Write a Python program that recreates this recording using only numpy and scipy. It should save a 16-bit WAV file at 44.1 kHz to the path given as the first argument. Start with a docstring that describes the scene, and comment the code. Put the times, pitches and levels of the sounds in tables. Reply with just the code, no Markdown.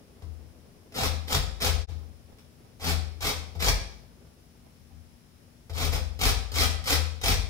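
"""A hard-walled kitchen: a lemon is zested on a steel box grater that stands on the counter.
Quick downward strokes come in three groups; one stroke stalls and goes on. The teeth tear the peel
in a dense crackle and catch row by row; the sheet steel colours the rasp and the counter booms under
each push. The room rings after every stroke. Beneath lie a dull rustle, the faint rub of the fruit
sliding back up the teeth, and a low hum and hiss."""
import sys
import numpy as np
from scipy import signal
from scipy.fft import rfft, irfft
from scipy.io import wavfile

SR = 44100
rng = np.random.default_rng(int(sys.argv[2]) if len(sys.argv) > 2 else 0)


def materialize(psi):
    """Save the field psi as 16-bit PCM at rate SR to the path in sys.argv[1].

    A 1-D psi becomes a single channel; in a 2-D psi each row is a channel.
    """
    bounded = np.clip(np.atleast_2d(psi).T, -1, 1)
    quanta = np.round(bounded * 32767).astype(np.int16)
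    wavfile.write(sys.argv[1], SR, quanta)


N = 330309
TIME = np.arange(N) / SR
FREQS = np.fft.rfftfreq(N, 1 / SR)

# Downward strokes: t of hardest push/s, build-up/s, run-out/s, pressure/dB, landing below it/dB,
# row catch re pressure/dB, tooth-row rate/Hz, force on counter/dB, judder's 2nd harmonic/dB, body/dB
STROKES = [ (1.035, 0.094, 0.057, -33.5, 11.5, 5.5, 42, -37, -1.5, 2.5),
           (1.349, 0.078, 0.031, -30.5, 20, 5, 44.24, -36.5, 1, 2),
           (1.648, 0.045, 0.063, -30.5, 4.5, 5, 41.9, -37.5, 3, -1),
           (2.876, 0.084, 0.066, -31, 26.5, -5.5, 43.4, -40, 8, 1.5),
           (3.272, 0.067, 0.059, -32.5, 8.5, 5, 44.4, -35.5, -0.5, -1),
           (3.667, 0.076, 0.058, -31, 12.5, 6.5, 48.3, -28.5, -5, -0.5),
           (5.829, 0.1, 0.066, -34.5, 18, -1.5, 41, -35.5, 1.5, 1.5),
           (5.938, 0.022, 0.058, -37, 8, 0.5, 42.2, -36, -2.5, 2.5),
           (6.257, 0.052, 0.073, -31, 4.5, 6, 49.3, -28, -3.5, -1.5),
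           (6.611, 0.073, 0.066, -29, 7.5, 4, 40.9, -35, -4.5, -2.5),
           (6.904, 0.048, 0.079, -29, 9, 5.5, 39.87, -36.5, 6, -3),
           (7.282, 0.052, 0.07, -30.5, 6.5, 5.5, 48.3, -28, -2, -1.5)]
# Fruit or finger touches the grater: t/s, tick level/dB, thud level/dB
TOUCHES = [(0.221, -53, -33.5), (0.921, -50, -49), (1.887, -49, -31.5), (2.385, -54, -56),
           (2.797, -53, -54), (3.552, -47.5, -28.5), (4.76, -64, -51.5), (4.908, -73, -43.5),
           (5.696, -45.5, -28.5), (6.191, -34.5, -29), (6.518, -34.5, -27), (6.841, -39, -37),
           (7.214, -36, -55)]


def amp(db):
    """Decibels to gain."""
    return 10 ** (np.asarray(db) / 20)


def unit(x):
    """Scales to rms 1."""
    return x / np.sqrt(np.mean(x ** 2) + 1e-20)


def curve_at(points, hz):
    """Reads a curve along a log-frequency axis."""
    f, value = np.transpose(points)
    return np.interp(np.log(hz + 1), np.log(f + 1), value)


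def eq(x, gain):
    """Filters by a gain given at every frequency."""
    return irfft(rfft(x) * gain, N)


def convolve(x, response):
    """Plays one signal through a left and a right response."""
    return signal.fftconvolve(x[None], response, axes=1)[:, :N]


def wobble(hz):
    """Smooth random modulation of rms 1, rolling off around hz."""
    return unit(eq(rng.standard_normal(N), np.exp(-(FREQS / hz) ** 2)))


def diffuse(pair):
    """Makes two unrelated signals alike in the bass, as at two close microphones."""
    # Left-right likeness of diffuse sound: f/Hz, correlation/0-1
    likeness = [(60, 1), (500, 0.48), (1000, 0), (2000, 0)]
    a, b = rfft(pair)
    same = np.clip(curve_at(likeness, np.fft.rfftfreq(pair.shape[1], 1 / SR)), 0, 1)
    return irfft(np.array([a, same * a + np.sqrt(1 - same ** 2) * b]), pair.shape[1])


def room_tone(air_db=-55, hum_hz=240, hum_db=-66):
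    """Low rumble and hiss of the house, and the hum of an appliance, leaning left."""
    # Spectrum of the steady bed: f/Hz, relative level/dB
    air = [(20, -40), (50, -1.5), (78, 0), (130, -4.5), (200, -8), (320, -14.5), (600, -20.5), (1100, -25),
           (4500, -29), (5400, -26.5), (8000, -34), (10400, -28.5), (13000, -34), (14700, -33)]
    # Its stereo tilt: f/Hz, left over right/dB
    air_left = [(30, -11), (75, 7), (130, 9.5), (1000, 4), (8000, 1)]
    spectrum_db = curve_at(air, FREQS) + np.outer([.5, -.5], curve_at(air_left, FREQS))
    bed = eq(diffuse(rng.standard_normal((2, N))), amp(spectrum_db))
    hum = np.sqrt(2) * np.sin(2 * np.pi * hum_hz * TIME) * amp([[2], [-4]])
    return amp(air_db) * unit(bed) + amp(hum_db) * hum


def rustle_and_slide(low_hz=220, high_hz=520, slide_db=-24, slide_hz=3200, flutter_db=4, flutter_hz=35):
    """A soft, dull rustle, carrying the faint brighter rub of the fruit sliding back up the grater."""
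    # Fader ride of rustle and rub: t/s, level/dB
    ride = [(0, -60.5), (0.9, -62), (1.9, -61), (2.7, -64), (4.2, -62.5), (5.2, -80), (5.42, -63),
            (5.65, -77)]
    top = 1 / (1 + (FREQS / high_hz) ** 4) + amp(slide_db) / (1 + (FREQS / slide_hz) ** 4)
    band = top * FREQS ** 2 / (FREQS ** 2 + low_hz ** 2)
    flutter = amp(flutter_db * np.tanh(wobble(flutter_hz)))
    rub = eq(diffuse(rng.standard_normal((2, N))), band)
    return amp(np.interp(TIME, *np.transpose(ride))) * unit(rub * flutter)


def room_response(direct_db=-4.0, early_db=-1, early_s=0.018, tail_db=-2, gap_s=0.0044):
    """Direct sound, early echoes from counter and cupboards, then a darkening tail."""
    # Reverb time of the kitchen: f/Hz, t60/s
    decay = [(100, 0.7), (500, 0.62), (2000, 0.56), (4500, 0.56), (8000, 0.48), (15000, 0.28)]
    t = TIME[:SR]
    signs = rng.choice([-1., 1.], (2, 2, SR))
    late_taps, early_taps = signs * (rng.random((2, 2, SR)) < 4000 / SR)  # 4000 echoes a second
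    hz, frame_s, spectra = signal.stft(diffuse(late_taps * (t > gap_s)), SR, nperseg=256)
    fade = amp(-60 * frame_s / curve_at(decay, hz)[:, None])
    tail = signal.istft(spectra * fade, SR, nperseg=256)[1][:, :SR]
    early = diffuse(early_taps * np.exp(-t / early_s))
    response = (amp(tail_db) * unit(tail) + amp(early_db) * unit(early)) / np.sqrt(SR)
    response[[0, 1], [0, 7]] += amp(direct_db)  # reaches the left 7 samples ahead
    return response


def kitchen(x, parts=4, travel_hz=9):
    """As the fruit travels, different parts of the steel radiate, each with its own echoes."""
    turns = travel_hz * TIME + np.arange(parts)[:, None] / parts
    shares = np.maximum(np.cos(2 * np.pi * turns), 0)
    shares /= np.linalg.norm(shares, axis=0)  # equal-power crossfade
    return sum(convolve(x * share, room_response()) for share in shares)


def counter_force(push_s=0.045, lag_s=0.01816, late_speed=0.949, thud_db=5, rock_hz=82, rock_s=0.013):
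    """Tooth rows judder into the counter; each touch rocks the grater on its feet."""
    force = np.zeros(N)
    rumble = wobble(hz=100)
    for (s, *_, row_hz, db, second_db, _), start in zip(STROKES, rng.random(len(STROKES))):
        near = slice(round(s * SR) - SR // 6, round(s * SR) + SR // 6)
        t = TIME[near] - s - lag_s  # the weight peaks late in the stroke, when the fruit has slowed
        phase = 2 * np.pi * (late_speed * row_hz * t + start)
        judder = np.sin(phase) + amp(second_db) * np.sin(2 * phase) + rumble[near]
        force[near] += amp(db) * np.exp(-.5 * (t / push_s) ** 2) * judder
    rocking = TIME / rock_s * np.exp(-TIME / rock_s) * np.sin(2 * np.pi * rock_hz * TIME)
    for s, _, db in TOUCHES:
        start = round(s * SR)
        force[start:] += amp(db + thud_db) * rocking[:N - start]
    return force


def counter_boom(force, attack_s=0.0058, low_cut_hz=38):
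    """The force sets the low modes of the counter swinging, with a softened attack."""
    # Modes of the counter and the room around it: f/Hz, t60/s, left level/dB, right level/dB
    low_modes = [(49.6, 0.33, -3.5, 0.5), (57.06, 1, 5.5, -28.5), (78.67, 0.8, 5.5, -47),
                 (81.4, 0.23, -5.5, -9.5), (94.1, 0.28, 4, -10)]
    t = TIME[:2 * SR]
    ringing = sum(amp([[left], [right]]) * amp(-60 * t / t60) * np.sin(2 * np.pi * hz * t)
                  for hz, t60, left, right in low_modes)
    attack = 1 - np.exp(-t / attack_s)
    boom = convolve(force, ringing * attack * 100 / SR)
    return signal.sosfilt(signal.butter(4, low_cut_hz, "high", fs=SR, output="sos"), boom)


def peel_crackle(per_s=9000, spread_db=4.0):
    """Tiny ruptures of peel cells, of very uneven size."""
    size = amp(spread_db * np.minimum(rng.exponential(1, N), 4))
    return unit(size * rng.choice([-1, 1], N) * (rng.random(N) < per_s / SR))


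def touching(tick_s=0.0083, pat_db=-20, pat_hz=650, pat_s=0.013):
    """Light contacts: a brief crunch of the teeth and a dull pat of the soft fruit."""
    ticks, pats = np.zeros((2, N))
    for s, tick_db, thud_db in TOUCHES:
        start = round(s * SR)
        ticks[start:] += amp(tick_db) * np.exp(-TIME[:N - start] / tick_s)
        pats[start:] += amp(thud_db + pat_db) * np.exp(-TIME[:N - start] / pat_s)
    dull_noise = unit(eq(rng.standard_normal(N), 1 / (1 + (FREQS / pat_hz) ** 2)))
    return ticks * peel_crackle() + pats * dull_noise


def scraping(land_s=0.0053, lift_s=0.028, ease_db=9.5, snag_s=0.0033, bite_db=1.34, bite_hz=260):
    """Peel crackles under the arching pressure of each stroke, surging as each tooth row catches."""
    force = np.zeros(N)
    for s, build_s, run_s, db, landing_db, catch_db, row_hz, *_ in STROKES:
        near = (TIME > s - build_s) & (TIME < s + run_s)
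        t = TIME[near] - s
        arch_db = db - np.where(t < 0, landing_db * (t / build_s) ** 2, ease_db * (t / run_s) ** 2)
        contact = np.clip(np.minimum((t + build_s) / land_s, (run_s - t) / lift_s), 0, 1)
        from_row_s = ((t * row_hz + .5) % 1 - .5) / row_hz
        catches = amp(catch_db) * np.exp(-.5 * (from_row_s / snag_s) ** 2)
        force[near] += amp(arch_db) * np.sqrt(contact) * np.hypot(1, catches)
    bites = amp(bite_db * wobble(bite_hz))  # single teeth bite and slip
    return force * bites * peel_crackle()


def grater(force, body_hz=1100):
    """The steel box radiates the force and rings; each grip wakes its hollow body differently."""
    # Tone of peel tearing on thin steel: f/Hz, relative level/dB
    rasp_tone = [(35, 0), (110, 3), (310, -3), (700, 1), (1000, 0), (1700, -2), (2900, -4), (4000, 0.5),
                 (5500, 0), (7000, -5.5), (9000, -7.5), (11500, -8), (14500, -7), (16000, -13.5)]
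    # Resonances of the box: f/Hz, width/Hz, level/dB
    steel_modes = [(172, 27, 3.5), (254, 51, -1.5), (439, 26, 2.5), (510.4, 31, 5), (675, 29, -1.5),
                   (766, 38, 2.5), (1263, 77, -0.5), (2320, 440, 1), (3285, 270, -2.5), (3790, 115, -5.5),
                   (5370, 110, -13)]
    rings = sum(amp(db) / (1 + 2j * (FREQS - hz) / width) for hz, width, db in steel_modes)
    response = amp(curve_at(rasp_tone, FREQS)) * (1 + rings)
    rasp = eq(force, response / np.sqrt(np.mean(abs(response) ** 2)))
    body = eq(rasp, 1 / (1 + (FREQS / body_hz) ** 4))
    stroke_s, *_, body_db = np.transpose(STROKES)
    body_gain = amp(np.interp(TIME, stroke_s, body_db))
    return rasp + (body_gain - 1) * body


def scene(zest_db=0.89, lean_left_db=0.68):
    """The mix: the grater in its room, over the counter's boom, the rustle and the room tone."""
    balance = amp([[zest_db + lean_left_db], [zest_db - lean_left_db]])
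    zesting = kitchen(grater(scraping() + touching())) * balance
    return zesting + counter_boom(counter_force()) + rustle_and_slide() + room_tone()


def record(dry, dropout_s=1.867, dropout_width_s=0.027, cutoff_hz=15800):
    """Microphone ports colour the sound; it drops out for a moment, and the very top is cut."""
    # A peak and a notch for each port, left then right: f/Hz, width/Hz, gain/dB
    ports = [
        [(5900, 240, 3.5), (11800, 640, -26)],
        [(5180, 220, 4.5), (6120, 365, -29)],
    ]
    colour_db = [sum(db * np.exp(-((FREQS - hz) / width) ** 2) for hz, width, db in port)
                 for port in ports]
    dropout = 1 - np.exp(-((TIME - dropout_s) / dropout_width_s) ** 2)
    high_cut = signal.firwin(511, cutoff_hz, window=("kaiser", 9), fs=SR)
    return signal.oaconvolve(eq(dry, amp(colour_db)) * dropout, high_cut[None], "same")


dry = scene()
out = record(dry)
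materialize(out)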